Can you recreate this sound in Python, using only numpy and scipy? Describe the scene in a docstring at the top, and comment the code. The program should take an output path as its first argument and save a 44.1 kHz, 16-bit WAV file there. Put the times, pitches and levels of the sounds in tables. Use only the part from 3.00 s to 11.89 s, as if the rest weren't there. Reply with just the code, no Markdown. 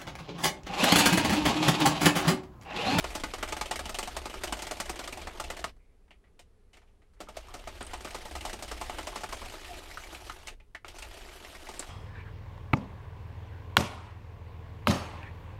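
"""Hand-cranked knitting machine

A plastic circular knitting machine clamped to a table is cranked by hand in a quiet room, with two pauses.
Each needle clacks over its cam as a burst of tiny impacts ringing in the hollow shell; between clacks the
needles slide as patchy, ticking hiss, and cranking shakes the table top with low noise and swelling tones.
In the pauses, hands brush the handle and the yarn as faint, short blows; short rubs and squeaks of
narrow-band noise come mostly during cranking."""
import sys
import numpy as np
from scipy import signal
from scipy.fft import rfft, irfft
from scipy.io import wavfile
from scipy.ndimage import uniform_filter1d

SR = 44100
rng = np.random.default_rng(int(sys.argv[2]) if len(sys.argv) > 2 else 0)


def file_out(sig):
    """Save sig as 16-bit WAV at sys.argv[1]."""
    # one column per channel
    cols = np.atleast_2d(sig).T
    # limit, then scale
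    lim = np.clip(cols, -1, 1)
    pcm = np.round(lim * 32767).astype(np.int16)
    wavfile.write(sys.argv[1], SR, pcm)


N = 392049

# Modes of the hollow plastic shell. Each row: frequency in Hz, width in Hz, full height over the broad colour in dB.
SHELL_MODES = [(212, 10, 3), (354, 130, 11.5), (609, 164, 7.5), (728.6, 79, 6), (867.5, 50, 8),
               (1245, 32, 4.5), (1730, 340, -2), (2970, 60, 4), (7350, 250, 0.5), (8700, 500, 4),
               (12450, 1600, 6)]
# Colour of needles sliding along the cam track. Each row: frequency in Hz, relative level in dB per Hz.
SLIDE_COLOUR = [(71, -26), (120, -6.5), (167, -10), (372, -4.5), (486, -7.5), (718, -5), (796, -7),
                (2970, -10), (12300, -26.5), (16300, -42.5)]


def gain_of(db):
    """Decibels to amplitude."""
    return 10 ** (np.asarray(db) / 20)


def evened(x):
    """Scales to rms 1."""
    return x / np.sqrt(np.mean(x ** 2) + 1e-20)


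def read(points, hz):
    """Reads a table of values against frequency on a log-frequency axis."""
    f, value = np.transpose(points)
    return np.interp(np.log(hz + 1), np.log(f + 1), value)


def add(mix, s, sound):
    """Lays a sound into the mix at s seconds."""
    part = mix[round(s * SR):][:len(sound)]
    part += sound[:len(part)]


def bump(hz, centre_hz, width_hz):
    """A resonance peak of height 1."""
    return 1 / (1 + (2 * (hz - centre_hz) / width_hz) ** 2)


def shell_db(hz, shares=1):
    """The modes of the hollow shell standing out of the broad colour, each scaled by its share."""
    shares = shares * np.ones(len(SHELL_MODES))
    return sum(share * db * bump(hz, f, w) for share, (f, w, db) in zip(shares, SHELL_MODES))


def causal(db, size=2048):
    """Impulse response that rings after the blow, never before it (folded cepstrum)."""
    floored_db = np.maximum(db, db.max() - 100)
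    cepstrum = irfft(np.log(gain_of(floored_db)), size)
    cepstrum[1:size // 2] *= 2
    cepstrum[size // 2 + 1:] = 0
    return irfft(np.exp(rfft(cepstrum)), size)[:size // 2]


def noise(db, size=512):
    """Noise of rms 1 from random short-time spectra; db is bins x frames or bins x 1."""
    a, b = rng.standard_normal((N * 4 // size + 5, size // 2 + 1, 2)).T
    spectra = (a + 1j * b) * gain_of(db)
    return evened(signal.istft(spectra, nperseg=size, noverlap=size * 3 // 4)[1][:N])


def hush():
    """Steady room and microphone noise."""
    # Each row: frequency in Hz, relative level in dB per Hz.
    colour = [(59, -47), (100, -12.5), (141, -12), (178, -4.5), (215, -7), (367, -10.5), (408, -2.5),
              (575, -15.5), (6530, -35), (10700, -34), (16300, -62.5)]
    hz = np.fft.rfftfreq(2048, 1 / SR)
    return gain_of(-70.5) * noise(read(colour, hz)[:, None], size=2048)


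def jiggle(count=8):
    """Idle needles tick in their slots, each group with its own pitch."""
    hz, out = np.fft.rfftfreq(2048, 1 / SR), np.zeros(N)
    for ring_hz in np.geomspace(900, 9000, count):
        size_db = 3.7 * np.minimum(rng.exponential(1, N), 4)
        loose = gain_of(size_db) * (rng.random(N) < 90 / SR)  # about 90 ticks a second in each group
        fading = np.exp(-np.arange(600) / SR / 0.0018)
        bounce = rng.standard_normal(N) * signal.oaconvolve(loose, fading)[:N]
        colour_db = read(SLIDE_COLOUR, hz) + shell_db(hz) + 11 * bump(hz, ring_hz, 0.46 * ring_hz)
        out += signal.oaconvolve(bounce, causal(colour_db))[:N]
    return evened(out)


def sliding():
    """Needles and ring scrape along the cam track: patchy hiss with small ticks, through the shell."""
    # Spells of cranking. Each row: time in seconds, level in dB, brightness in dB per two octaves.
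    spells = [
        [(0.0, -44, 1.5), (0.4, -48.5, -1), (1.64, -46.5, 0.5), (2.51, -49, -2.5), (2.72, -49, -0.5)],
        [(4.2, -63.5, -8.5), (4.39, -56, -0.5), (4.95, -49.5, 1), (6.18, -47.5, 2.5), (7.34, -49.5, 3.5),
         (7.43, -53, 1), (7.56, -56, -5)],
        [(7.86, -56, -0.5), (8.002, -49.5, 2.5), (8.95, -51, 3)],
    ]
    hz, t = np.fft.rfftfreq(512, 1 / SR), np.arange(N) / SR
    frames = np.arange(N // 128 + 5) * 128 / SR
    s, level_db, bright_db = np.vstack(spells).T
    grain = rng.standard_normal((len(frames), 257)).T
    patches = evened(uniform_filter1d(uniform_filter1d(grain, 8, 0), 8, 1))
    flicker = evened(uniform_filter1d(rng.standard_normal(len(frames)), 4))
    tilt_db = np.log2(hz[:, None] / 2000 + 0.04) * np.interp(frames, s, bright_db) / 2
    colour_db = (read(SLIDE_COLOUR, hz) + 0.13 * shell_db(hz))[:, None]
    hiss = noise(colour_db + tilt_db + 2.9 * patches + 2.26 * flicker)
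    hiss = evened(hiss + gain_of(-2.0) * jiggle())
    moving = np.zeros(N)  # silent in the pauses
    for spell in spells:
        start, end = spell[0][0], spell[-1][0]
        moving += np.interp(t, [start - .01, start, end - .04, end], [0, 1, 1, 0])
    return hiss * moving * gain_of(np.interp(t, s, level_db))


def shaking():
    """The table top sways loosely, and each push on the handle swells its main mode."""
    # Table top colour. Each row: frequency in Hz, relative level in dB per Hz.
    table_top = [(8, -26.5), (16, -1.5), (27, 3.5), (39, -5.5), (56, -2.5), (72, -10.5), (92, -9.5),
                 (115, -25.5), (135, -19), (165, -38), (260, -60)]
    # Loose swaying. Each row: time in seconds, level in dB.
    sways = [(0.0, -45.5), (2.52, -48.5), (2.87, -58.5), (4.05, -60.5), (4.63, -48), (5.5, -46.5),
             (7.4, -50), (7.8, -55.5), (8.0, -50.5), (8.89, -52.5)]
    # Pushes on the handle. 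Each row: time of the peak in seconds, rms level at the peak in dB.
    thuds = [(.05, -43), (.5, -47), (.83, -44.5), (1.2, -45.5), (1.53, -44.5), (1.88, -44.5), (2.25, -48),
             (2.46, -45), (2.64, -50), (4.41, -50), (4.85, -53.5), (4.98, -47.5), (5.368, -43),
             (5.75, -44.5), (6.02, -48), (6.45, -54), (6.75, -51.5), (7.15, -58), (7.48, -57), (8.22, -54),
             (8.6, -57)]
    hz, t = np.fft.rfftfreq(8192, 1 / SR), np.arange(N) / SR
    s, sway_db = np.transpose(sways)
    out = noise(read(table_top, hz)[:, None], size=8192) * gain_of(np.interp(t, s, sway_db))
    for peak_s, db in thuds:
        swell = gain_of(db) * np.exp(-((t - peak_s) / 0.054) ** 2)
        thud_hz = 56.8 * rng.uniform(.94, 1.3)
        out += np.sqrt(2) * swell * np.sin(2 * np.pi * (thud_hz * t + rng.random()))
    return out


def blow(blow_db, boom_db, tick_db, ring_hz, chatter_ms, width_hz=650, size=2048):
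    """A quick chatter of tiny impacts, then a weaker rebound, coloured by shell, body and needle."""
    # Broad colour of the machine. Each row: frequency in Hz, relative level in dB per Hz.
    broad = [(71, -50), (120, 1.5), (163, -11), (213, 0.5), (364, -7), (486, -2), (635, 0), (1600, -7),
             (1890, -3.5), (3720, -9), (8460, -15.5), (12500, -30), (16300, -34.5)]
    hz, ms = np.fft.rfftfreq(size, 1 / SR), np.arange(size * 2) / SR * 1000
    ring_db = np.clip(6.5 - 0.22 * (boom_db + tick_db), 0, 13)  # the less boom and tick, the cleaner the knock
    shares = 1 + 0.52 * rng.uniform(-1.1, 1, len(SHELL_MODES))  # each needle strikes the shell at another place
    colour = gain_of(read(broad, hz) + shell_db(hz, shares) + ring_db * bump(hz, ring_hz, width_hz))

    # boom below about 1 kHz and tick above about 4.5 kHz, weighed against the middle
    low, high = 1 / (1 + (hz / 1000) ** 6), 1 / (1 + (4500 / (hz + 1)) ** 6)
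    power = np.zeros(len(hz))
    for share, db in [(low, boom_db), (1 - low - high, 0), (high, tick_db)]:
        band = share * colour ** 2
        power += band / np.mean(band) * gain_of(db) ** 2
    body = causal(10 * np.log10(power + 1e-12))

    first = 0.53 * max(ring_db - 6, 0) * np.exp(-ms / 0.72)  # a clean knock puts its weight into the first blow
    lasting = (1 - 0.5 * np.exp(-ms / 2.6)) * np.exp(-(ms / chatter_ms) ** 1.62)
    chatter = np.minimum(ms / 1.22, 1) * (lasting + first)
    late, size_db = rng.uniform(1.53, 2.2), rng.uniform(-18.5, -14.5)  # no two rebounds are alike
    rebound = gain_of(size_db) * np.exp(-((ms - late * chatter_ms) / (1.65 * chatter_ms)) ** 2)
    shape = chatter + rebound

    uneven_db = 0.91 * np.repeat(rng.standard_normal(len(ms) // 16), 16)
    impacts = rng.standard_normal(len(ms)) * gain_of(uneven_db)
    sound = signal.fftconvolve(impacts * shape, body)
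    # the same energy whatever the random impacts
    sound *= np.linalg.norm(shape) * np.linalg.norm(body) / np.linalg.norm(sound) / shape.max()
    return gain_of(blow_db) * sound


def softer_boom_db(blow_db):
    """Softer blows leave more of their weight in the shell."""
    return -0.3 * (blow_db + 36.5)


def clacks():
    """A needle drops over the cam; slower cranking draws its chatter out."""
    # Each row: time in seconds, blow level in dB, needle tick in dB against the middle of the blow.
    rows = [(0.0418, -31, -10.5), (0.1518, -34.5, -1.5), (.237, -29, -8.5), (.337, -34.5, -6.5),
            (.428, -29, -7), (0.5235, -30.5, -7), (0.612, -29, -6), (0.711, -27.5, -7), (0.7924, -35, -4.5),
            (.894, -37.5, -2.5), (0.9871, -32.5, -1), (1.0751, -37, -3.5), (1.1666, -32.5, -5),
            (1.2564, -35.5, -6.5), (1.3403, -39.5, -8), (1.4362, -33, -.5), (1.5246, -29.5, -4.5),
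            (1.6212, -39, -1), (1.7113, -33, -3), (1.801, -33, -0.5), (1.8947, -35, -1),
            (1.9916, -38.5, -3.5), (2.0759, -39, -2.5), (2.1733, -42, -4.5), (2.2718, -37, -8.5),
            (2.399, -34.5, -3), (2.502, -35, -5), (2.591, -45.5, -2), (2.6421, -27.5, -7),
            (4.2041, -44, -4.5), (4.2866, -48.5, -5.5), (4.368, -39.5, -5.5), (4.5397, -44.5, -3),
            (4.6736, -41.5, -5.5), (4.808, -39, -12), (4.9343, -37.5, -8), (5.0471, -39.5, -6),
            (5.146, -38.5, -4.5), (5.252, -46, -2), (5.353, -39.5, -4), (5.451, -36.5, -3.5),
            (5.5302, -40.5, -1.5), (5.6241, -42.5, 1.5), (5.7137, -38.5, -4), (5.8131, -37, -3.5),
            (5.8965, -35, -10), (5.9849, -36, -7.5), (6.0702, -38, -4), (6.158, -37, -5.5),
            (6.235, -35.5, -6), (6.3251, -36, -6.5), (6.417, -44, -7), (6.537, -48.5, -6),
            (7.126, -50.5, -5), (8.6878, -45, -2.5), (8.7948, -45.5, 3.5)]
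    out, times = np.zeros(N), np.transpose(rows)[0]
    gaps = np.diff(times, prepend=times[0] - np.median(np.diff(times)))
    gaps = np.minimum(gaps, 0.1)  # seconds
    for (s, blow_db, tick_db), gap in zip(rows, gaps):
        ring_hz = 1220 * 2 ** (.25 * rng.uniform(-1, 1))
        # later on, the longer tube of knitting drags on the needles and draws the chatter out
        chatter_ms = 2.9 + 73.8 * gap + 3.8 * (s > 3.5)
        add(out, s - .001, blow(blow_db, softer_boom_db(blow_db), tick_db, ring_hz, chatter_ms))
    return out


def catches():
    """The following needle catches, lighter and higher, between two clacks."""
    # Each row: time in seconds, blow level in dB.
    rows = [(.1034, -45), (.1996, -43), (.383, -45), (0.4763, -43), (0.4874, -40), (0.5674, -36.5),
            (0.658, -39.5), (0.7581, -35.5), (.856, -38), (0.9445, -35), (1.029, -35.5), (1.2983, -44.5),
            (1.474, -39.5), (1.5687, -44), (1.5917, -41.5), (1.6686, -38), (1.7683, -46), (1.8565, -44),
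            (1.958, -44.5), (2.0402, -41.5), (2.1253, -39), (2.2162, -45.5), (2.44, -41), (2.568, -45),
            (4.593, -56), (4.8683, -50.5), (5.007, -47.5), (5.106, -46), (5.3105, -46), (5.409, -43),
            (5.4957, -40.5), (5.59, -49), (5.68, -45.5), (5.774, -50), (5.861, -50), (5.9454, -51),
            (6.029, -47), (6.206, -48), (6.29, -46), (6.37, -49), (6.4594, -47), (6.497, -47.5),
            (7.366, -66), (8.061, -64), (8.141, -52.5), (8.739, -49.5), (8.8713, -55)]
    out = np.zeros(N)
    for s, blow_db in rows:
        ring_hz = 2200 * 2 ** (.6 * rng.uniform(-1, 1))
        boom_db = softer_boom_db(blow_db) - 3.5
        add(out, s - .001, blow(blow_db, boom_db, tick_db=-3, ring_hz=ring_hz, chatter_ms=10.9))
    return out


def tail(x, count=4):
    """Sparse reflections of random sign in tray and room, each band dying at its own speed."""
    # Each row: frequency in Hz, time to fall by 60 dB in seconds.
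    dying_s = [(200, 0.35), (600, 0.019), (1500, 0.14), (4000, 0.15), (10000, 0.12)]
    out, cycle = np.zeros(N), np.arange(N) / SR * 2.7
    for k in range(count):
        taps = np.zeros(SR // 2)
        at = np.arange(300, len(taps) - 20, 20)
        taps[at + rng.integers(0, 20, len(at))] = rng.choice([-1., 1.], len(at))
        hz, t, z = signal.stft(taps, SR, nperseg=256)
        fall_db = -60 * t / read(dying_s, hz)[:, None]
        dying = signal.istft(z * gain_of(fall_db), SR, nperseg=256)[1]
        # several random tails fade into one another, so the reverberation has no fixed colour
        fade = np.maximum(np.cos(2 * np.pi * (cycle - k / count)), 0)
        out += signal.fftconvolve(x * fade, dying / np.linalg.norm(dying))[:N]
    return out


def touches():
    """Hands touch the handle and the yarn guide: faint blows with a broad ring."""
    # Each row: time in seconds, blow level in dB, tick in dB against the middle of the blow, ring in Hz,
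    # length in ms.
    rows = [(2.766, -67, -8, 1190, 6.6), (3.08, -65.5, -21, 1470, 7.3), (3.1077, -52, -16, 2580, 14),
            (3.241, -64, -30, 1810, 18), (3.272, -72, -25, 2000, 18), (3.3927, -54, -0.5, 2670, 11.5),
            (3.732, -59, -4.5, 2880, 28), (3.7707, -55, -7, 2200, 10), (3.818, -63.5, -16, 1210, 22),
            (3.875, -73.5, -9, 2600, 33), (4.0198, -65, -17, 2000, 16), (4.136, -71.5, -3.5, 1630, 16),
            (4.167, -69, -24, 1800, 20), (7.601, -55, -17, 2430, 11)]
    out = np.zeros(N)
    for s, blow_db, tick_db, ring_hz, length_ms in rows:
        add(out, s - .001, blow(blow_db, -4.5, tick_db, ring_hz, length_ms, width_hz=1800))
    return out


def rubs_and_squeaks():
    """Short narrow-band noises: rubs, high needle squeaks and pings, a low groan, a dull thump."""
    # Each row: start in seconds, length in seconds, centre in Hz, width in Hz, rms level before fading in dB.
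    rows = [(2.78, 0.21, 2220, 400, -78.5), (4.271, 0.033, 1200, 250, -51), (4.489, 0.048, 1180, 150, -52),
            (4.828, 0.0048, 8550, 1100, -41), (4.848, .008, 8560, 1100, -49),
            (4.866, 0.0064, 8700, 1100, -41.5), (4.975, .007, 8600, 1100, -52),
            (6.689, 0.098, 712, 70, -44.5), (8.687, 0.028, 405, 120, -45.5),
            (8.794, 0.0077, 8000, 1600, -31.5)]
    out = np.zeros(N)
    for s, length, hz, width_hz, db in rows:
        edges_hz = [hz - width_hz / 2, hz + width_hz / 2]
        band = signal.butter(2, edges_hz, "bandpass", fs=SR, output="sos")
        settled = signal.sosfilt(band, rng.standard_normal(SR // 2))[-round(length * SR):]
        tone = evened(settled)
        fade = signal.windows.tukey(len(tone), .12) * np.linspace(1, .2, len(tone))
        add(out, s, gain_of(db) * tone * fade)
    return out


def knocks():
    """Dry knocks of needles that carry no stitch: little boom, a clear ring."""
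    # Each row: time in seconds, blow level in dB, needle tick in dB against the middle of the blow, ring in Hz.
    rows = [(4.485, -47, -8, 1150), (5.0733, -39.5, -20, 1450), (6.1283, -40, -19, 1040),
            (6.6462, -41, -8, 2820), (6.6802, -45.5, -6, 1880), (6.7417, -43, -24, 2460),
            (6.9134, -42.5, -8, 2120), (6.9734, -33.5, -14, 1440), (7.0369, -42, -11, 2200),
            (7.1485, -40.5, -6, 2480), (7.2974, -32.5, -14.5, 1320), (7.4717, -42, 1, 2200),
            (7.483, -38, -5.5, 2690), (7.7493, -35, -15.5, 1890), (7.847, -38, -19, 1330),
            (7.8822, -43.5, -2, 3150), (7.9858, -45.5, 0.5, 1390), (8.0235, -40.5, -3, 2600),
            (8.2888, -45, -32, 2060), (8.4485, -41.5, -22, 2050), (8.55, -42.5, -10, 2070),
            (8.67, -41, -15, 2100), (8.826, -38.5, -28, 1320)]
    out = np.zeros(N)
    for s, blow_db, tick_db, ring_hz in rows:
        add(out, s - .001, blow(blow_db, -11.5, tick_db, ring_hz, chatter_ms=10))
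    return out


def scene():
    """The machine, its tail, the table and the room."""
    machine = clacks() + catches() + touches() + rubs_and_squeaks() + knocks()
    reflected = gain_of(-12.5) * tail(machine)
    return (machine + reflected + sliding() + shaking() + hush())[None]


def record(dry):
    """A steep low-pass at 15.9 kHz: no treble above it."""
    low_pass = signal.firwin(511, 15900, window=("kaiser", 9), fs=SR)
    return signal.oaconvolve(dry, low_pass[None], "same")


dry = scene()
out = record(dry)
file_out(out)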